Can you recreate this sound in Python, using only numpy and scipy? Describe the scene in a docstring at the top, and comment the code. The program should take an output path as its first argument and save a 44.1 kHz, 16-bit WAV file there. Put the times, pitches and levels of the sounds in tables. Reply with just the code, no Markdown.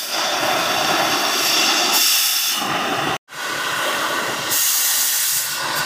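"""A gas torch heats the bore of a steel part under heavy machinery, heard in mono.
First, at a near place, the flame roars in the bore, flutters low and blows over its rim: shaped noise.
Presses of the oxygen lever open a hissing jet and choke the roar; then the torch points down the bore.
The sound cuts off abruptly with a faint ring; after a short silence a farther place fades in,
where the flame burns on and the jet opens twice more."""
import sys
import numpy as np
from scipy import signal
from scipy.fft import rfft, irfft
from scipy.io import wavfile
from scipy.ndimage import uniform_filter1d

SR = 44100
rng = np.random.default_rng(int(sys.argv[2]) if len(sys.argv) > 2 else 0)


def put_to_file(sound):
    """Save the sound as 16-bit audio at rate SR, in the file named by the first command-line argument."""
    columns = np.atleast_2d(sound).T  # one column per channel
    safe = np.clip(columns, -1, 1)
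    whole_steps = np.round(safe * 32767)
    wavfile.write(sys.argv[1], SR, whole_steps.astype(np.int16))


N = 257984

# Peaks and hollows from the steel and ground around each place, and of the near place once the torch
# points down the bore. Each row: centre in Hz, width in Hz, height in dB.
NEAR_PLACE = [(160, 76, -11), (358, 156, 6.5), (474, 146, -11.5), (740, 270, 8.5), (887, 206, -4),
              (1375, 410, 5.5), (1543, 87, -7), (1973, 54, -5.5), (2235, 130, -8.5), (2743, 170, 8.5),
              (3204, 190, -5.4), (3477, 250, 8.5), (4004, 190, -9), (4280, 80, 3), (4480, 130, -6),
              (4410, 704, -3), (4750, 310, 9), (5195, 290, -6), (5450, 430, 8.5), (6410, 160, 4),
              (6730, 179, -4), (6700, 133, -3), (8640, 517, -5), (9712, 294, -2.5), (10000, 141, 6),
              (10536, 217, -4), (11200, 204, 0.5), (11930, 231, 4), (12800, 349, 7), (13958, 900, -2.5)]
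FAR_PLACE = [(202, 83, -2), (328, 64, 5), (410, 130, -4.5), (590, 72, 5.5), (720, 79, -8), (947, 320, 6),
             (1165, 93, 5), (1274, 57, -10), (1542, 196, 9), (1693, 162, -9.5), (1840, 230, 6),
             (2356, 390, -8.5), (2730, 106, 6.5), (3000, 255, 0), (3130, 110, -3.8), (3300, 380, 1),
             (3730, 180, -5.5), (3810, 71, 5), (4360, 120, -6.5), (4560, 97, 0), (5400, 90, -3.5),
             (6049, 122, 0), (6800, 830, 4), (8460, 165, -1.5), (8620, 270, 6), (8858, 190, 0.5),
             (9150, 502, 2), (11000, 407, 1.5), (12645, 889, 2.5), (13797, 848, 4.5)]
THROUGH_BORE = [(373, 180, 8.5), (482, 100, -17), (754, 205, 9), (950, 106, -11.5), (1043, 62, 10),
                (1213, 82, 7), (1610, 38, -2), (1945, 120, 6), (2010, 69, -11), (2240, 205, -6),
                (2850, 140, 7), (3330, 157, -10.3), (3480, 470, 7.5), (4100, 720, -10), (4314, 180, 6),
                (5500, 220, -1), (6700, 183, -6.5), (8500, 430, 7.5), (8955, 690, -6), (9808, 344, 2),
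                (10592, 900, 6.7), (10690, 332, -9.8), (11616, 249, -4), (12014, 231, 8), (12400, 900, -2),
                (13347, 361, -4.2), (14206, 326, -5), (14629, 352, 7), (14952, 253, -0.5), (15391, 265, 5)]
# Broad spectra of the parts of the flame at each place, before the place colours them.
# Each row: frequency in Hz (for the blow, at pitch factor 1), relative density in dB per Hz.
NEAR_ROAR = [(40, -44), (110, -28), (200, -1.5), (350, -1), (700, 0), (1200, -1.5), (2000, -3.5),
             (4000, -11.5), (15000, -55)]
FAR_ROAR = [(40, -45), (110, -43), (200, -6.5), (350, -6), (700, -3.5), (1200, -3), (2000, -5), (4000, -14),
            (15000, -55)]
NEAR_BLOW = [(400, -33), (1500, -5.5), (2800, -2), (4500, -1), (6200, -3.5), (7500, -11), (15000, -37.5)]
FAR_BLOW = [(400, -29), (1500, -6.5), (2800, -4), (4500, -3), (6200, -6), (7500, -12.5), (15000, -25.5)]
NEAR_JET = [(40, -37), (250, -23), (800, -7.5), (2500, -9.5), (7000, 3.5), (9500, 0.5), (12500, 1),
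            (14000, 1.5), (15300, 1.5)]
FAR_JET = [(40, -23), (250, -38), (800, -5.5), (2500, -5), (7000, 6.5), (9500, 4), (12500, 4.5),
           (14000, 2.5), (15300, 7)]
# Bands in which the levels of roar, blow and jet are meant. Each row: lower edge in Hz, upper edge in Hz.
LEVEL_BANDS = [(200, 1200), (2500, 6000), (8000, 15000)]
# Spectrum of the low flutter. Each row: frequency in Hz, relative amplitude in dB.
RUMBLE_SPECTRUM = [(15, -27), (35, -24.5), (70, -13.5), (110, 0), (150, 6), (200, -8.5), (300, -16.5)]
# Level of the rumble with the lever at rest. Each row: time in seconds, level in dB.
RUMBLE_LEVEL = [(0.1, -55), (0.32, -56), (0.43, -41), (1.15, -41), (1.3, -51), (1.47, -45.5), (1.8, -60),
                (2.3, -54), (2.72, -36), (2.85, -42), (3.15, -36.5), (3.4, -54), (3.8, -39), (4.04, -54),
                (4.2, -44), (4.49, -39), (4.62, -46), (4.9, -54), (5.2, -50), (5.42, -35), (5.75, -43),
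                (5.85, -35)]
# Thin, high spurts of oxygen as the lever cracks open. Each row: centre in seconds, length in seconds,
# level in dB.
SPURTS = [(1.48, .12, -36), (4.63, .15, -27), (5.78, 0.04, -29)]
# The flame apart from the full jet, as the torch wanders over the bore. Each row: time in seconds,
# unchoked roar in dB, blow over the rim with the jet shut in dB, nozzle hiss in dB.
FLAME = [(0, -27, -28, -37), (0.07, -26.5, -33, -38), (0.14, -24.5, -23.5, -39), (0.32, -27, -25, -42),
         (0.45, -22, -29, -36), (0.85, -24, -23.5, -37), (1.0, -20.5, -26.5, -36), (1.3, -25, -24, -34),
         (1.62, -25, -18.5, -34), (1.87, -25, -21, -35.5), (2.0, -22.5, -22.5, -36),
         (2.08, -24, -21.5, -34), (2.25, -26, -25.5, -34), (2.53, -23, -24.5, -37), (2.66, -21, -32, -45),
         (2.8, -22.5, -33.5, -44), (3.15, -23, -33, -43.5), (3.3, -30.5, -34.5, -43),
         (3.7, -27, -30.5, -40), (3.85, -24, -31, -36), (4.2, -25, -32.5, -38), (4.48, -29, -29.5, -41),
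         (4.68, -29.5, -30, -40), (4.98, -22.5, -30, -40), (5.2, -31, -31, -40), (5.42, -27, -31.5, -29),
         (5.53, -26.5, -28, -29.5), (5.65, -26, -29.5, -45), (5.85, -27, -30, -41)]
# Presses of the oxygen lever. Each row: opens in seconds, opening time in seconds, starts to shut in
# seconds, closing time in seconds, jet level in dB, change of the jet while held in dB, change of the
# choked roar in dB, roar starts to return in seconds, time to return in seconds.
LEVER_PRESSES = [(-0.4, 0.03, 0.05, 0.2, -31, -5, -15.5, 0.07, 0.11),
                 (1.26, 0.2, 1.48, 0.22, -27, -2.5, -1.5, 1.5, 0.1),
                 (1.905, 0.038, 2.502, 0.25, -22.5, -5, -21, 2.45, 0.27),
                 (4.485, 0.037, 5.38, 0.14, -21, -1.5, -15, 5.5, 0.15),
                 (5.7, 0.08, 5.785, 0.09, -32.5, 1, -0.5, 5.8, 0.1)]
# The torch turns to point down the bore. The row: start in seconds, end in seconds.
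TORCH_TURNS = (2.5, 2.52)

SHUT_DB = -23.5  # jet at the foot of the lever's travel, relative to open
CHOKE_LAG_S, CHOKE_S = 0.043, 0.11  # the roar starts to die after the lag, and takes this long
RUMBLE_CHOKE = 0.72  # share of the roar's choking, in dB, that the rumble feels
BLOW_LIFT_DB, BLOW_SLIDE = 4, 0.14  # the jet at its strongest lifts the blow's level and, as a share, its pitch
NEAR_PITCH, FAR_PITCH = 0.99, 0.88  # blow pitch with the jet shut, as a factor
JET_COLOURING = 0.7  # share of the place's colour: the jet is heard more directly
CUT_S, RING_DB, RING_T60_S = 3.168, -29.5, 0.03  # the cut, and the faint ring after it
BACK_S, FADE_S, FADE_POWER = 3.274, 0.15, 1.12  # start, length and curve of the fade in
EDGE_HZ = 15470  # upper band limit
SIZE, HOP = 1024, 256  # spectral frames, in samples
HZ = np.fft.rfftfreq(SIZE, 1 / SR)
TIMES = np.arange(N // HOP + 5) * HOP / SR  # frame times in seconds


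def gain_of(db):
    """A level in dB is twenty times the logarithm of an amplitude factor; this inverts it."""
    return 10 ** (np.asarray(db) / 20)


def read(points, hz):
    """A spectrum is interpolated linearly in dB over log frequency."""
    f, db = np.transpose(points)
    return np.interp(np.log(hz + 1), np.log(f + 1), db)


def blurred(hz_wide, s_long):
    """Averaging white chance over time and frequency correlates it in patches; its rms is 1."""
    frames_long = max(1, round(s_long * SR / HOP))
    bins_wide = max(1, round(hz_wide * SIZE / SR))
    field = rng.standard_normal((len(TIMES), len(HZ)))
    for _ in range(2):
        field = uniform_filter1d(field, frames_long, axis=0)
        field = uniform_filter1d(field, bins_wide, axis=1)
    return field.T / field.std()


def place_db(modes):
    """Reflecting surfaces colour a source: resonance-shaped peaks and hollows add up in dB."""
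    hz, width, db = np.transpose(modes)
    detuning = 2 * (HZ[:, None] - hz) / width
    return (db / (1 + detuning ** 2)).sum(axis=1, keepdims=True)


def choking():
    """The opened jet starves the roar after a lag; its change in dB recovers as the roar returns."""
    choke_db = np.zeros(len(TIMES))
    for opens, *_, choked_db, returns, returning in LEVER_PRESSES:
        dying = np.clip((TIMES - opens - CHOKE_LAG_S) / CHOKE_S, 0, 1)
        remaining = np.clip(1 - (TIMES - returns) / returning, 0, 1)
        choke_db = np.minimum(choke_db, choked_db * dying * remaining)
    return choke_db


def oxygen_jet():
    """Lever travel governs the jet linearly in dB; while held, the level drifts as time squared."""
    jet = np.zeros(len(TIMES))
    for opens, opening, shuts, closing, db, sag_db, *_ in LEVER_PRESSES:
        lever = np.interp(TIMES, [opens, opens + opening, shuts, shuts + closing], [0, 1, 1, 0])
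        held = np.clip((TIMES - opens) / (shuts - opens), 0, 1)
        level_db = db + sag_db * held ** 2 + SHUT_DB * (1 - lever)
        jet = np.maximum(jet, (lever > 0) * gain_of(level_db))
    return jet


def flame_levels():
    """The levels of roar, blow and nozzle hiss vary linearly in dB between the torch's positions."""
    s, *levels = np.transpose(FLAME)
    return [np.interp(TIMES, s, db) for db in levels]


def rumble(lumpy_db, lump_s, deep_db):
    """Unsteady burning gives a low flutter: low-pass noise whose amplitude swells in random lumps."""
    hz = np.fft.rfftfreq(N, 1 / SR)
    spectrum_db = read(RUMBLE_SPECTRUM, hz) + deep_db * (hz < 80)
    low = irfft(rfft(rng.standard_normal(N)) * gain_of(spectrum_db) * (hz < 600), N)
    lumps = rng.standard_normal(N)
    for _ in range(2):
        lumps = uniform_filter1d(lumps, round(lump_s * SR))
    low = low * gain_of(lumpy_db * lumps / lumps.std())
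    level_db = np.interp(TIMES, *np.transpose(RUMBLE_LEVEL)) + RUMBLE_CHOKE * choking()
    return low / low.std() * gain_of(np.interp(np.arange(N) / SR, TIMES, level_db))


def spurts(low_hz):
    """A thin gas stream radiates mostly treble: smooth bumps of power, steeply rising towards low_hz."""
    s, length, db = np.transpose(SPURTS)
    bumps = np.exp(-(2 * (TIMES[:, None] - s) / length) ** 4)
    power = (gain_of(db) ** 2 * bumps).sum(axis=1)
    shape = (HZ < EDGE_HZ) / (1 + (low_hz / (HZ + 1)) ** 12)
    return shape[:, None] / shape.sum() * power


def part_power(level_db, spectrum, colour_db, band, slide=1):
    """A source spectrum times the place's response, scaled so that its power in the band is the level."""
    shape = gain_of(read(spectrum, HZ[:, None] / slide) + colour_db) ** 2
    lo, hi = band
    shape = shape / shape[(HZ > lo) & (HZ < hi)].sum(axis=0)
    return shape * gain_of(level_db) ** 2


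def jet_power(spectrum, colour_db, dulling):
    """Jet noise and nozzle hiss add in power; a weaker jet loses its top above 8 kHz."""
    _, _, hiss_db = flame_levels()
    level_db = 10 * np.log10(oxygen_jet() ** 2 + gain_of(hiss_db) ** 2)
    closed_db = level_db - level_db.max()
    dull_db = dulling * closed_db * np.log2(np.maximum(HZ[:, None] / 8000, 1))
    return part_power(level_db, spectrum, JET_COLOURING * colour_db + dull_db, LEVEL_BANDS[2])


def blow_power(spectrum, colour_db, pitch):
    """Gas over the rim makes edge noise; faster gas from the open jet lifts its level and pitch."""
    _, blow_db, _ = flame_levels()
    jet = oxygen_jet()
    drive = jet / jet.max()
    slide = pitch * (1 + BLOW_SLIDE * drive)
    return part_power(blow_db + BLOW_LIFT_DB * drive, spectrum, colour_db, LEVEL_BANDS[1], slide)


def roar_power(spectrum, colour_db):
    """Turbulent combustion in the bore radiates a broad roar, weakened while the jet chokes it."""
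    roar_db, _, _ = flame_levels()
    return part_power(roar_db + choking(), spectrum, colour_db, LEVEL_BANDS[0])


def turbulence(power, ripple_db, patchy_db, flicker_db):
    """Noise of the given power; echoes off clutter ripple it finely, eddies make patches and flicker."""
    lower = 1 + 1.1 / (1 + (HZ[:, None] / 500) ** 2)  # large slow eddies make the low end patchier
    ripple = ripple_db * blurred(50, 0.79)
    patches = patchy_db * lower * blurred(300, 0.06)
    flicker = flicker_db * blurred(5000, 0.012)
    unrest = gain_of(ripple + patches + flicker)
    unrest = unrest / np.sqrt(np.mean(unrest ** 2))
    a, b = rng.standard_normal((len(TIMES), len(HZ), 2)).T
    noise = a + 1j * b
    frames = dict(nperseg=SIZE, noverlap=SIZE - HOP)
    white = signal.istft(noise, **frames)[1].std() / np.sqrt(len(HZ))  # rms due to one bin
    return signal.istft(noise * np.sqrt(power) * unrest, **frames)[1][:N] / white


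def flame(spectra, colour_db, pitch, dulling):
    """Independent noise sources add in power: spurts, jet, blow and roar over frequency and time."""
    roar, blow, jet = spectra
    power = spurts(low_hz=12500) + jet_power(jet, colour_db, dulling)
    return power + blow_power(blow, colour_db, pitch) + roar_power(roar, colour_db)


def near_place():
    """The radiation path sets the colour: it crossfades in dB as the torch turns down the bore."""
    turned = np.interp(TIMES, TORCH_TURNS, [0, 1])
    colour_db = (1 - turned) * place_db(NEAR_PLACE) + turned * place_db(THROUGH_BORE)
    power = flame([NEAR_ROAR, NEAR_BLOW, NEAR_JET], colour_db, NEAR_PITCH, dulling=0.05)
    burning = turbulence(power, ripple_db=2.5, patchy_db=1.0, flicker_db=0.6)
    return burning + rumble(lumpy_db=3.0, lump_s=0.04, deep_db=-3.0)


def far_place():
    """Other surroundings filter the flame differently: a fixed colour, a lower blow and a duller weak jet."""
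    power = flame([FAR_ROAR, FAR_BLOW, FAR_JET], place_db(FAR_PLACE), FAR_PITCH, dulling=0.22)
    burning = turbulence(power, ripple_db=3.0, patchy_db=0.9, flicker_db=0.4)
    return burning + rumble(lumpy_db=4.5, lump_s=0.036, deep_db=3.0)


def scene():
    """Gains in time join the places: a cut with an exponential ring, a silence, a power-law fade in."""
    t = np.arange(N) / SR
    after = np.clip(t - CUT_S, 0, 1)
    ring = gain_of(RING_DB - 60 * after / RING_T60_S) * (t < BACK_S)
    cut = np.where(t < CUT_S, 1, ring)
    fade = np.clip((t - BACK_S) / FADE_S, 0, 1) ** FADE_POWER
    return np.tile(near_place() * cut + far_place() * fade, (2, 1))  # two equal channels


def record(dry):
    """A symmetric low-pass filter limits the band with the same delay at every frequency."""
    low_pass = signal.firwin(1023, EDGE_HZ, window=("kaiser", 9), fs=SR)
    return signal.oaconvolve(dry, low_pass[None], "same")


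dry = scene()
out = record(dry)
put_to_file(out)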